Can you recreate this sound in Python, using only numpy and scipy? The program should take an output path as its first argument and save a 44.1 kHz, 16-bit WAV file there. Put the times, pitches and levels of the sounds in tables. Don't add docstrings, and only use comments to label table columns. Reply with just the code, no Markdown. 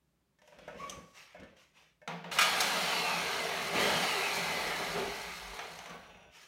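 import sys
import numpy as np
from scipy import signal
from scipy.fft import rfft, irfft, next_fast_len
from scipy.io import wavfile
from scipy.ndimage import uniform_filter1d, map_coordinates

SR = 44100
rng = np.random.default_rng(int(sys.argv[2]) if len(sys.argv) > 2 else 0)


def persist_wave(psi):
    counts = np.round(np.clip(psi, -1, 1) * 32767).astype(np.int16)
    wavfile.write(sys.argv[1], SR, np.atleast_2d(counts).T)


N = 285327
TIME = np.arange(N) / SR
FULL_SPEED = 152

# on (t/s), off (t/s), speed aimed at (turns/s), time constant of the run-up (t/s)
PULLS = [(2.314, 2.68, 151.5, .08), (3.725, 3.89, 143, .048)]
# start (t/s), length (t/s), level/dB
PUSHES = [(.5, 0.17, -59), (.67, 0.29, -52), (1.35, 0.089, -54), (1.7, .15, -81), (5.87, 0.035, -46)]
# f/Hz, relative level/dB
CLOTH = [(290, -13), (500, -4.5), (649, -5.5), (893, -1.5), (1320, 0), (1420, -2.5), (1930, 3), (2770, 3),
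         (4800, -6), (5710, -3), (7750, -13), (9220, -14.5), (10700, -20), (12700, -18), (16000, -27)]


def amp(db):
    return 10 ** (np.asarray(db) / 20)


def unit(x):
    return x / np.sqrt(np.mean(x ** 2) + 1e-20)


def along(points, hz):
    f, v = np.transpose(points)
    return np.interp(np.log(hz + 1), np.log(f + 1), v)


def wobble(rate):
    points = rng.standard_normal(int(N * rate / SR) + 4)
    return map_coordinates(points, [TIME * rate])


def filtered(x, response):
    padded = next_fast_len(len(x) + 8192)
    hz = np.fft.rfftfreq(padded, 1 / SR)
    return irfft(rfft(x, padded) * response(hz), padded)[:len(x)]


def noise(spectrum):
    return unit(filtered(rng.standard_normal(N), lambda hz: amp(along(spectrum, hz))))


def swell(start, length, attack, t60):
    rise = np.clip((TIME - start) / attack, 0, 1)
    return rise * amp(-60 * np.maximum(TIME - start - length, 0) / t60)


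def swells(rows, attack, t60):
    return sum(amp(db) * swell(start, length, attack, t60) for start, length, db in rows)


def blows(times, levels, t60, attack):
    age = np.maximum(TIME - np.asarray(times)[:, None], 0)
    decay = np.exp(-np.log(1000) * age / t60)
    return amp(levels) @ (decay * (1 - np.exp(-age / attack)))


def ringing(times, levels, modes, stretch, scatter_db, smear):
    total = 0
    for hz, db, t60 in modes:
        strengths = levels + db + scatter_db * rng.standard_normal(len(times))
        envelope = blows(times, strengths, t60 * stretch, attack=0.00081)
        phase = 2 * np.pi * hz * TIME + smear * wobble(40) + rng.uniform(0, 2 * np.pi)
        total = total + envelope * np.sin(phase)
    return total


def shifting(x, depth_db):
    z = signal.stft(x, nperseg=1024)[2]
    across_frequency = uniform_filter1d(rng.standard_normal(z.shape), size=3, axis=0)
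    patches = unit(uniform_filter1d(across_frequency, size=9, axis=1))
    return signal.istft(z * amp(depth_db * patches), nperseg=1024)[1][:len(x)]


def garage(x, wet_db):
    # f/Hz, time to fall 60 dB (t/s)
    fade_times = [(150, 0.16), (1000, 0.64), (4000, 0.55), (12000, 0.42)]
    hz, t, z = signal.stft(rng.standard_normal(SR * 3 // 4), SR, nperseg=256)
    fading = z * amp(-60 * t / along(fade_times, hz)[:, None])
    tail = signal.istft(fading, SR, nperseg=256)[1]
    wet = signal.fftconvolve(x, tail / np.linalg.norm(tail))[:N]
    return (x + amp(wet_db) * wet) / np.hypot(1, amp(wet_db))


def through_body(x, band):
    # centre (f/Hz), width (f/Hz),
    # lift (level/dB)
    resonances = [(174, 36, 10), (236, 34, 6.5), (400, 30, 5), (457, 26, 6.5), (495, 24, -4), (524, 18, 5),
                  (572, 24, 3), (638, 22, 3.5), (700, 26, 3), (760, 50, 3), (860, 40, 2.5), (1010, 90, -1),
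                  (1203, 50, 4), (1612, 50, 4), (1790, 120, -2), (1965, 40, 3), (2085, 120, 2),
                  (2255, 60, 2), (3000, 200, 2), (3280, 200, -2), (4100, 200, 2.5), (4420, 400, 3.5),
                  (4820, 400, -5), (5450, 400, 2), (6600, 900, 3), (7400, 500, -2.5), (9700, 900, 3.5),
                  (10400, 600, -5)]
    # f/Hz, relative level/dB
    whirr_spectrum = [(60, 0), (130, -8.5), (250, -8), (330, -5.5), (500, 0.5), (800, 2), (1300, 0),
                      (2600, -0.5), (4000, -5.5), (5500, -13.5), (7500, -19), (10000, -21.5),
                      (13000, -24.5), (16000, -30.5)]

    def response(hz):
        lift = sum(db / (1 + (2 * (hz - centre) / width) ** 2) for centre, width, db in resonances)
        edges = (1 + (band[0] / (hz + 1)) ** 10) * (1 + (hz / band[1]) ** 10)
        return amp(along(whirr_spectrum, hz) + lift) / np.sqrt(edges)

    return unit(filtered(x, response))


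def quiet():
    # f/Hz, relative level/dB
    floor_spectrum = [(18, -48), (30, -16), (42, -9), (64, -0.5), (86, -19), (153, -1.5), (245, -13),
                      (415, -14), (473, -26), (540, -16), (740, -23), (937, -22), (1220, -24.5),
                      (2230, -27.5), (16000, -37.5)]
    return amp(-76) * noise(floor_spectrum)


def scuffs(grit_depth=0.1, treble_hz=4500):
    # start (t/s), length (t/s), level/dB, treble lift (level/dB)
    strokes = [(0.42, 0.14, -71.5, 3), (0.578, 0.2, -61.5, -10), (0.757, 0.18, -57, 1),
               (0.982, 0.2, -77, 10.5), (1.128, 0.098, -56, -1), (1.24, 0.27, -68, -21),
               (1.552, 0.075, -64, 0.5), (1.732, 0.098, -62.5, -4), (6.304, 0.13, -55.5, 0)]
    jerks = amp(1.0 * wobble(35)) * np.exp(grit_depth * wobble(1200))
    rub = unit(shifting(noise(CLOTH), depth_db=2.8) * jerks)
    treble = filtered(rub, lambda hz: 1 - 1 / (1 + (hz / treble_hz) ** 4))
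    total = 0
    for start, length, db, lift_db in strokes:
        envelope = amp(db) * swell(start, length, attack=0.047, t60=0.45)
        total = total + envelope * (rub + (amp(lift_db) - 1) * treble)
    return total


def bumps():
    # t/s, clunk level/dB, click level/dB; the last row is the tap before the tool knocks
    jolts = [(0.387, -73, -65), (0.417, -59, -58.5), (0.475, -55.5, -53), (0.522, -53, -68),
             (0.586, -55, -53), (0.678, -40, -53), (0.746, -50, -61), (1.147, -67, -57), (1.345, -45, -63),
             (1.398, -62, -55), (1.433, -60, -57), (1.567, -73, -58), (2.016, -54.5, -66)]
    # centre (f/Hz), width (f/Hz), relative level/dB
    stool_modes = [(185, 37, -5.5), (521, 39, 3), (610, 43, 8), (940, 90, -6), (1560, 100, -8.5),
                   (2190, 76, -6.5), (2560, 82, -8.5), (3470, 190, -24)]

    def body(f):
        total = 0
        for k, (centre, width, db) in enumerate(stool_modes):
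            resonance = 1j * f * width / (centre ** 2 - f ** 2 + 1j * f * width)
            total = total + (-1) ** k * amp(db) * resonance
        return total

    s, clunk_db, click_db = np.transpose(jolts)
    clunk = blows(s, clunk_db, t60=0.17, attack=0.0012) * unit(filtered(rng.standard_normal(N), body))
    click = blows(s, click_db, t60=0.059, attack=0.00055) * noise(CLOTH)
    return garage(clunk + click, wet_db=-3)


def grit(grains_per_s=140, level_db=-13, dull_hz=3000):
    cracks = (rng.random(N) < grains_per_s / SR) * rng.standard_normal(N)
    dulled = filtered(cracks, lambda hz: amp(along(CLOTH, hz)) / (1 + (hz / dull_hz) ** 2))
    crackle = garage(unit(dulled), wet_db=5.0)
    return amp(level_db) * swells(PUSHES, attack=0.059, t60=0.53) * crackle


def squeak(rows, overtone_db=-10):
    s, hz, db = np.transpose(rows)
    pitch = np.interp(TIME, s, hz) * (1 + .019 * wobble(250))
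    phase = 2 * np.pi * np.cumsum(pitch) / SR
    tone = np.sin(phase) + amp(overtone_db) * np.sin(2 * phase)
    level = amp(np.interp(TIME, s, db, left=-140, right=-140))
    return level * unit(tone * amp(1.3 * wobble(69.8)))


def stool():
    # f/Hz, relative level/dB
    caster_spectrum = [(21, -46), (35, -11), (59, -2), (112, -18.5), (179, 0.5), (379, -13), (522, 2),
                       (623, -3.5), (675, -14), (959, -19), (1110, -11), (1220, -18), (1600, -16),
                       (2080, -29), (3520, -120)]
    # t/s, level/dB
    footfalls = [(0.962, -53), (1.393, -51), (5.903, -61)]
    # f/Hz, relative level/dB
    thump_spectrum = [(30, -22), (70, -1), (110, 0), (190, 0), (300, -0.5), (600, -22), (1500, -70)]
    # t/s, level/dB
    rattle_hits = [(0.387, -68), (0.683, -49), (1.366, -55), (1.418, -56), (1.432, -58), (1.456, -66),
                   (2.016, -59)]
    # f/Hz, relative level/dB, fade time before stretching (t/s)
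    fitting_modes = [(1300, -10.5, 0.26), (1480, -6, 0.19), (1717, -10, 0.13), (1782, -3, 0.26),
                     (2180, -10, 0.23)]
    # t/s, pitch (f/Hz), level/dB
    squeak_curves = [
        [(0.783, 1030, -68), (0.803, 1089, -45), (0.852, 1142, -44.5), (.88, 1130, -46.5), (.9, 1106, -63),
         (.925, 1145, -51), (.96, 1122, -61), (.99, 1113, -62), (1.02, 1130, -86)],
        [(5.85, 1160, -64), (5.9, 1150, -56), (5.96, 1118, -53.5), (6.02, 1114, -74)],
    ]
    roughness = amp(1.6 * wobble(49.52))
    rumble = swells(PUSHES, attack=0.081, t60=0.56) * unit(noise(caster_spectrum) * roughness)
    thumps = blows(*np.transpose(footfalls), t60=0.45, attack=0.0069) * noise(thump_spectrum)
    rattles = ringing(*np.transpose(rattle_hits), fitting_modes, stretch=0.83, scatter_db=7.5, smear=1.7)
    squeaks = garage(sum(squeak(rows) for rows in squeak_curves), wet_db=-7)
    return rumble + thumps + rattles + squeaks


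def boom_tone(waver=1.0):
    # f/Hz, relative level/dB
    pair = [(165, 0), (182, -4)]
    total = 0
    for hz, db in pair:
        phase = 2 * np.pi * hz * TIME + waver * wobble(16) + rng.uniform(0, 2 * np.pi)
        total = total + amp(db) * np.sin(phase)
    return unit(total)


def knocks(wash_db=-6, tick_wash_db=-20):
    # t/s, then boom, thud, clack, tick and ring, each level/dB
    knock_rows = [(0.896, -55, -75, -51, -30, -65), (2.076, -40, -42.5, -33.5, -39.5, -34.5),
                  (2.242, -53, -46, -42.5, -64, -45), (5.532, -68, -66, -51, -54, -45),
                  (5.590, -59, -49, -39, -42, -52), (5.628, -67, -53, -57, -62, -63),
                  (5.788, -75, -60, -44.5, -40, -57), (5.858, -75, -66, -45, -46, -56),
                  (5.896, -57.5, -58, -56, -50, -60), (6.146, -77, -73, -65, -70, -68),
                  (6.171, -71, -70, -62, -64, -62), (6.228, -78, -76, -70, -64, -66)]
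    # f/Hz, relative level/dB
    clack_spectrum = [(300, -49), (700, 12), (1000, 3.5), (1500, 1), (2300, 0.5), (3800, -7), (5500, -16.5),
                      (9000, -34)]
    # f/Hz, relative level/dB
    tick_spectrum = [(2000, -48), (3050, 0), (3800, -16), (5200, -13), (6100, 2.5), (7000, -11.5),
                     (8200, -11.5), (10000, -19.5), (16000, -30)]
    # f/Hz, relative level/dB, fade time before stretching (t/s)
    housing_modes = [(237, -17, .4), (458, -12, .55), (735, -19, .5), (797, -13, .45), (926, -9.5, .28),
                     (968, -12, .42), (1147, -18, .5), (1427, -13, .45), (1884, -10, .25), (2105, -12, .3),
                     (2988, -15, .2), (3811, -21, .25)]
    s, boom_db, thud_db, clack_db, tick_db, ring_db = np.transpose(knock_rows)
    boom = blows(s, boom_db, t60=0.65, attack=0.025) * boom_tone()
    thud = blows(s, thud_db, t60=0.5, attack=0.035) * through_body(rng.standard_normal(N), (130, 700))
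    clack_snap = blows(s, clack_db, t60=0.032, attack=0.00027)
    clack_wash = blows(s, clack_db + wash_db, t60=0.62, attack=0.013)
    clack = (clack_snap + clack_wash) * noise(clack_spectrum)
    tick_snap = blows(s, tick_db, t60=0.024, attack=0.0014)
    tick_wash = blows(s, tick_db + tick_wash_db, t60=0.39, attack=.004)
    tick = (tick_snap + tick_wash) * noise(tick_spectrum)
    ring = ringing(s, ring_db, housing_modes, stretch=1.15, scatter_db=1.5, smear=0.9)
    return boom + thud + clack + tick + ring


def catches():
    # start (t/s), length (t/s), then clang, spit and ring, each level/dB
    catch_rows = [(2.315, 0.0085, -33.5, -49, -46.5), (2.386, 0.006, -20.5, -24.5, -26.5),
                  (2.409, 0.018, -25, -29.5, -37), (2.604, 0.006, -31, -25, -42),
                  (5.591, 0.0063, -39.5, -64, -54)]
    # f/Hz, relative level/dB, fade time before stretching (t/s)
    steel_modes = [(1237, -8, .6), (1335, -3, .22), (1423, -6, .45), (1521, -3, .22), (1638, -6, .5),
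                   (2247, -6, .5), (2440, -3, .4), (2988, -13, .7), (3235, -16, .6), (3445, -6.5, .5),
                   (3747, -20, .5), (4206, -13, .5), (5529, -16, .23), (6045, -18, .3), (6767, -15, .2),
                   (7828, -18, .3)]
    s, length, clang_db, spit_db, ring_db = np.transpose(catch_rows)
    clang_noise = through_body(rng.standard_normal(N), (1100, 4000))
    clang = swells(zip(s, length, clang_db), attack=0.0031, t60=0.028) * clang_noise
    spit_noise = through_body(rng.standard_normal(N), (4500, 16000))
    spit = swells(zip(s, length, spit_db), attack=0.0024, t60=0.048) * spit_noise
    ring = ringing(s, ring_db, steel_modes, stretch=0.9, scatter_db=1.8, smear=0.6)
    return garage(clang + spit, wet_db=-1.0) + ring


def singing():
    # start (t/s), length (t/s), drone level/dB, rasp level/dB
    rubs = [(3.458, 0.29, -48, -46), (3.764, 0.083, -41, -39), (3.976, 0.3, -45.5, -44),
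            (4.364, 0.43, -46, -45.5), (4.934, 0.086, -40.5, -61), (5.067, 0.23, -53, -50.5),
            (5.39, 0.3, -59, -64)]
    # f/Hz, relative level/dB
    drone_tones = [(402, 0), (705, -6), (742, -6), (858, -6), (1203, -9)]
    # f/Hz, relative level/dB
    rasp_spectrum = [(1500, -63), (1900, -9), (2000, -2.5), (2160, -6), (2300, -7), (2900, -34)]
    # f/Hz, level/dB, fade time (t/s)
    thin_tones = [(1518, -67, 2), (2965, -70, 1.9), (5179, -79, 1.2), (5800, -70, 1.7), (10239, -80, 1.7),
                  (13932, -86, 1.5), (15633, -87, 2.1)]
    # f/Hz, relative level/dB
    brush_spectrum = [(400, -30), (640, 7), (900, -21), (1900, -10), (2650, 4), (3200, -8), (3550, -2),
                      (4000, -22), (6000, -24), (6700, -15), (7600, -35), (12000, -50)]
    last_song = (5.76, 0.16)
    last_brush = (5.98, 0.21, -61.5)

    def drift(hz, depth_db):
        tone = np.sin(2 * np.pi * hz * TIME + 1.3 * wobble(30))
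        return unit(tone * amp(depth_db * wobble(16)))

    s, length, drone_db, rasp_db = np.transpose(rubs)
    chord = unit(sum(amp(db) * drift(hz, depth_db=3.5) for hz, db in drone_tones))
    drone = swells(zip(s, length, drone_db), attack=0.017, t60=0.48) * chord
    rasp = swells(zip(s, length, rasp_db), attack=0.032, t60=0.78) * noise(rasp_spectrum)
    lines = sum(amp(db) * swell(*last_song, attack=0.1, t60=t60) * drift(hz, depth_db=4)
                for hz, db, t60 in thin_tones)
    brush_noise = unit(noise(brush_spectrum) * amp(2.5 * wobble(45)))
    brush = swells([last_brush], attack=0.057, t60=0.86) * brush_noise
    return drone + rasp + lines + brush


def motor():
    drag_per_s = .755
    stop_s, brake_s = 6.32, 0.85
    torque_speed = 57
    speed, torque = np.zeros(N), np.zeros(N)
    for on, off, top, spin_up in PULLS:
        shortfall = top - np.interp(on, TIME, speed)
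        driven = top - shortfall * np.exp(-np.clip(TIME - on, 0, off - on) / spin_up)
        coasting = np.exp(-drag_per_s * np.maximum(TIME - off, 0))
        speed = np.where(TIME < on, speed, driven * coasting)
        torque = torque + torque_speed * ((TIME > on) & (TIME < off))
    speed = speed * np.clip((stop_s - TIME) / brake_s, 0, 1)
    return speed, np.maximum(speed, torque)


def loudness(effort, full_db, doubling_db, calm_db):
    chatter_speed, steepness = 55.2, 13
    calm = 1 / (1 + (effort / chatter_speed) ** steepness)
    level_db = full_db + doubling_db * np.log2((effort + 1) / FULL_SPEED) - calm_db * calm
    return (effort > 0) * amp(level_db)


def resonating(speed, db, centre, octaves):
    distance = np.abs(np.log2((speed + 1) / centre) / octaves)
    return (speed > 0) * amp(db) / np.sqrt(1 + distance ** 4)


def flicker(speed, depth_db=1.9):
    slowness = (1 - speed / FULL_SPEED) ** 2
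    return amp(depth_db * slowness * (wobble(25) + wobble(140)))


def whine(speed):
    # multiple of the speed, peak level/dB, speed of the peak (turns/s), half width (octaves)
    gear_tones = [(24, -44.5, 116, .2), (24, -48, 80, .12), (37, -50, 117, .12)]

    def line(multiple):
        smeared = speed * (1 + .024 * wobble(500))
        phase = multiple * 2 * np.pi * np.cumsum(smeared) / SR
        return unit(np.sin(phase) * amp(2.8 * wobble(24)))

    pulling = sum((TIME > on) & (TIME < off) for on, off, *_ in PULLS)
    tones = sum(resonating(speed, *peak) * line(multiple) for multiple, *peak in gear_tones)
    return garage(amp(1.5 * pulling) * tones, wet_db=-6)


def scrape(turn):
    # start (t/s), length (t/s), level/dB
    scrape_rows = [(2.8, 0.36, -47), (3.735, 0.34, -43.5), (4.2, 0.23, -57)]
    order, half_width_hz = 22.8, 260
    cosine_part = wobble(2 * half_width_hz) * np.cos(order * turn)
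    sine_part = wobble(2 * half_width_hz) * np.sin(order * turn)
    return swells(scrape_rows, attack=0.031, t60=0.57) * unit(cosine_part + sine_part)


def throb(speed, turn, judder):
    # start (t/s), length (t/s), level/dB
    throb_rows = [(2.38, .16, -62), (4.57, .13, -60), (4.86, .08, -61), (4.99, 0.11, -55),
                  (5.21, 0.08, -56), (5.4, 0.13, -56)]
    # f/Hz, relative level/dB
    judder_spectrum = [(30, -22), (70, -1), (110, 0), (190, 0), (300, -0.5), (600, -22), (1500, -70)]

    def rough(phase):
        return unit(np.sin(phase + 1.3 * wobble(35)) * amp(2.5 * wobble(25)))

    deep = swells(throb_rows, attack=0.032, t60=0.32) * rough(2 * np.pi * 49.9 * TIME)
    shake = resonating(speed, db=-65, centre=82, octaves=.3) * rough(turn)
    thump = amp(-14.5) * judder * noise(judder_spectrum)
    return deep + shake + thump


def grinder(beat=0.03, grain=0.23, flutter_db=0.18):
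    # start (t/s), length (t/s), level/dB
    judder_rows = [(3.742, 0.12, -36), (3.9, 0.057, -41.5), (4.37, 0.32, -49), (4.78, 0.053, -47),
                   (4.95, 0.035, -39), (5.07, 0.03, -56)]
    # start (t/s), length (t/s), level/dB
    graze_rows = [(2.316, 0.039, -46.5), (3.79, 0.094, -44), (4.325, 0.044, -41.5), (4.835, 0.01, -46),
                  (5.745, 0.018, -57)]
    # f/Hz, relative level/dB
    hum_spectrum = [(110, -42), (150, -15), (166, 4.5), (186, 1.5), (215, -15), (300, -39.5)]
    soft_speed = 12
    speed, effort = motor()
    turn = 2 * np.pi * np.cumsum(speed) / SR
    judder = swells(judder_rows, attack=0.014, t60=0.61)
    grazes = swells(graze_rows, attack=0.009, t60=0.29)

    shudder = np.hypot(loudness(effort, full_db=-44.5, doubling_db=1, calm_db=16.4), judder)
    whirr = np.hypot(loudness(effort, full_db=-32.5, doubling_db=5.4, calm_db=5.3), amp(-3) * judder)
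    sharp = effort / np.hypot(effort, soft_speed)
    wires = sharp * loudness(effort, full_db=-39, doubling_db=6.38, calm_db=1.6)
    hiss = flicker(speed) * np.hypot(wires, grazes)
    pulse = (1 + beat * np.cos(turn)) * amp(flutter_db * wobble(40))

    def shower(band):
        strikes = pulse * rng.standard_normal(N) * np.exp(grain * wobble(2500))
        return through_body(shifting(garage(strikes, wet_db=-6), depth_db=1.67), band)

    gears = (shower((600, 1700)) + sharp * shower((1700, 4500))) / np.hypot(1, sharp)
    rattle = shudder * shower((135, 600)) + whirr * gears + hiss * shower((4500, 20000))
    rumble_noise = noise([(25, -12), (50, 7.5), (110, 1.0), (200, -15), (500, -88)])
    rumble = (speed > 0) * amp(-68.5) * rumble_noise
    hum = loudness(effort, full_db=-54.5, doubling_db=3.8, calm_db=0.92) * noise(hum_spectrum)
    return rattle + whine(speed) + scrape(turn) + throb(speed, turn, judder) + rumble + hum


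def scene():
    worker = scuffs() + bumps() + grit() + stool()
    tool = knocks() + catches() + singing() + grinder()
    mono = quiet() + worker + tool
    return np.array([mono, mono])


def record(dry):
    low_cut_hz, top_hz = 41, 15850

    def passband(hz):
        return (hz < top_hz) / np.sqrt(1 + (low_cut_hz / (hz + 1)) ** 20)

    return np.array([filtered(channel, passband) for channel in dry])


dry = scene()
out = record(dry)
persist_wave(out)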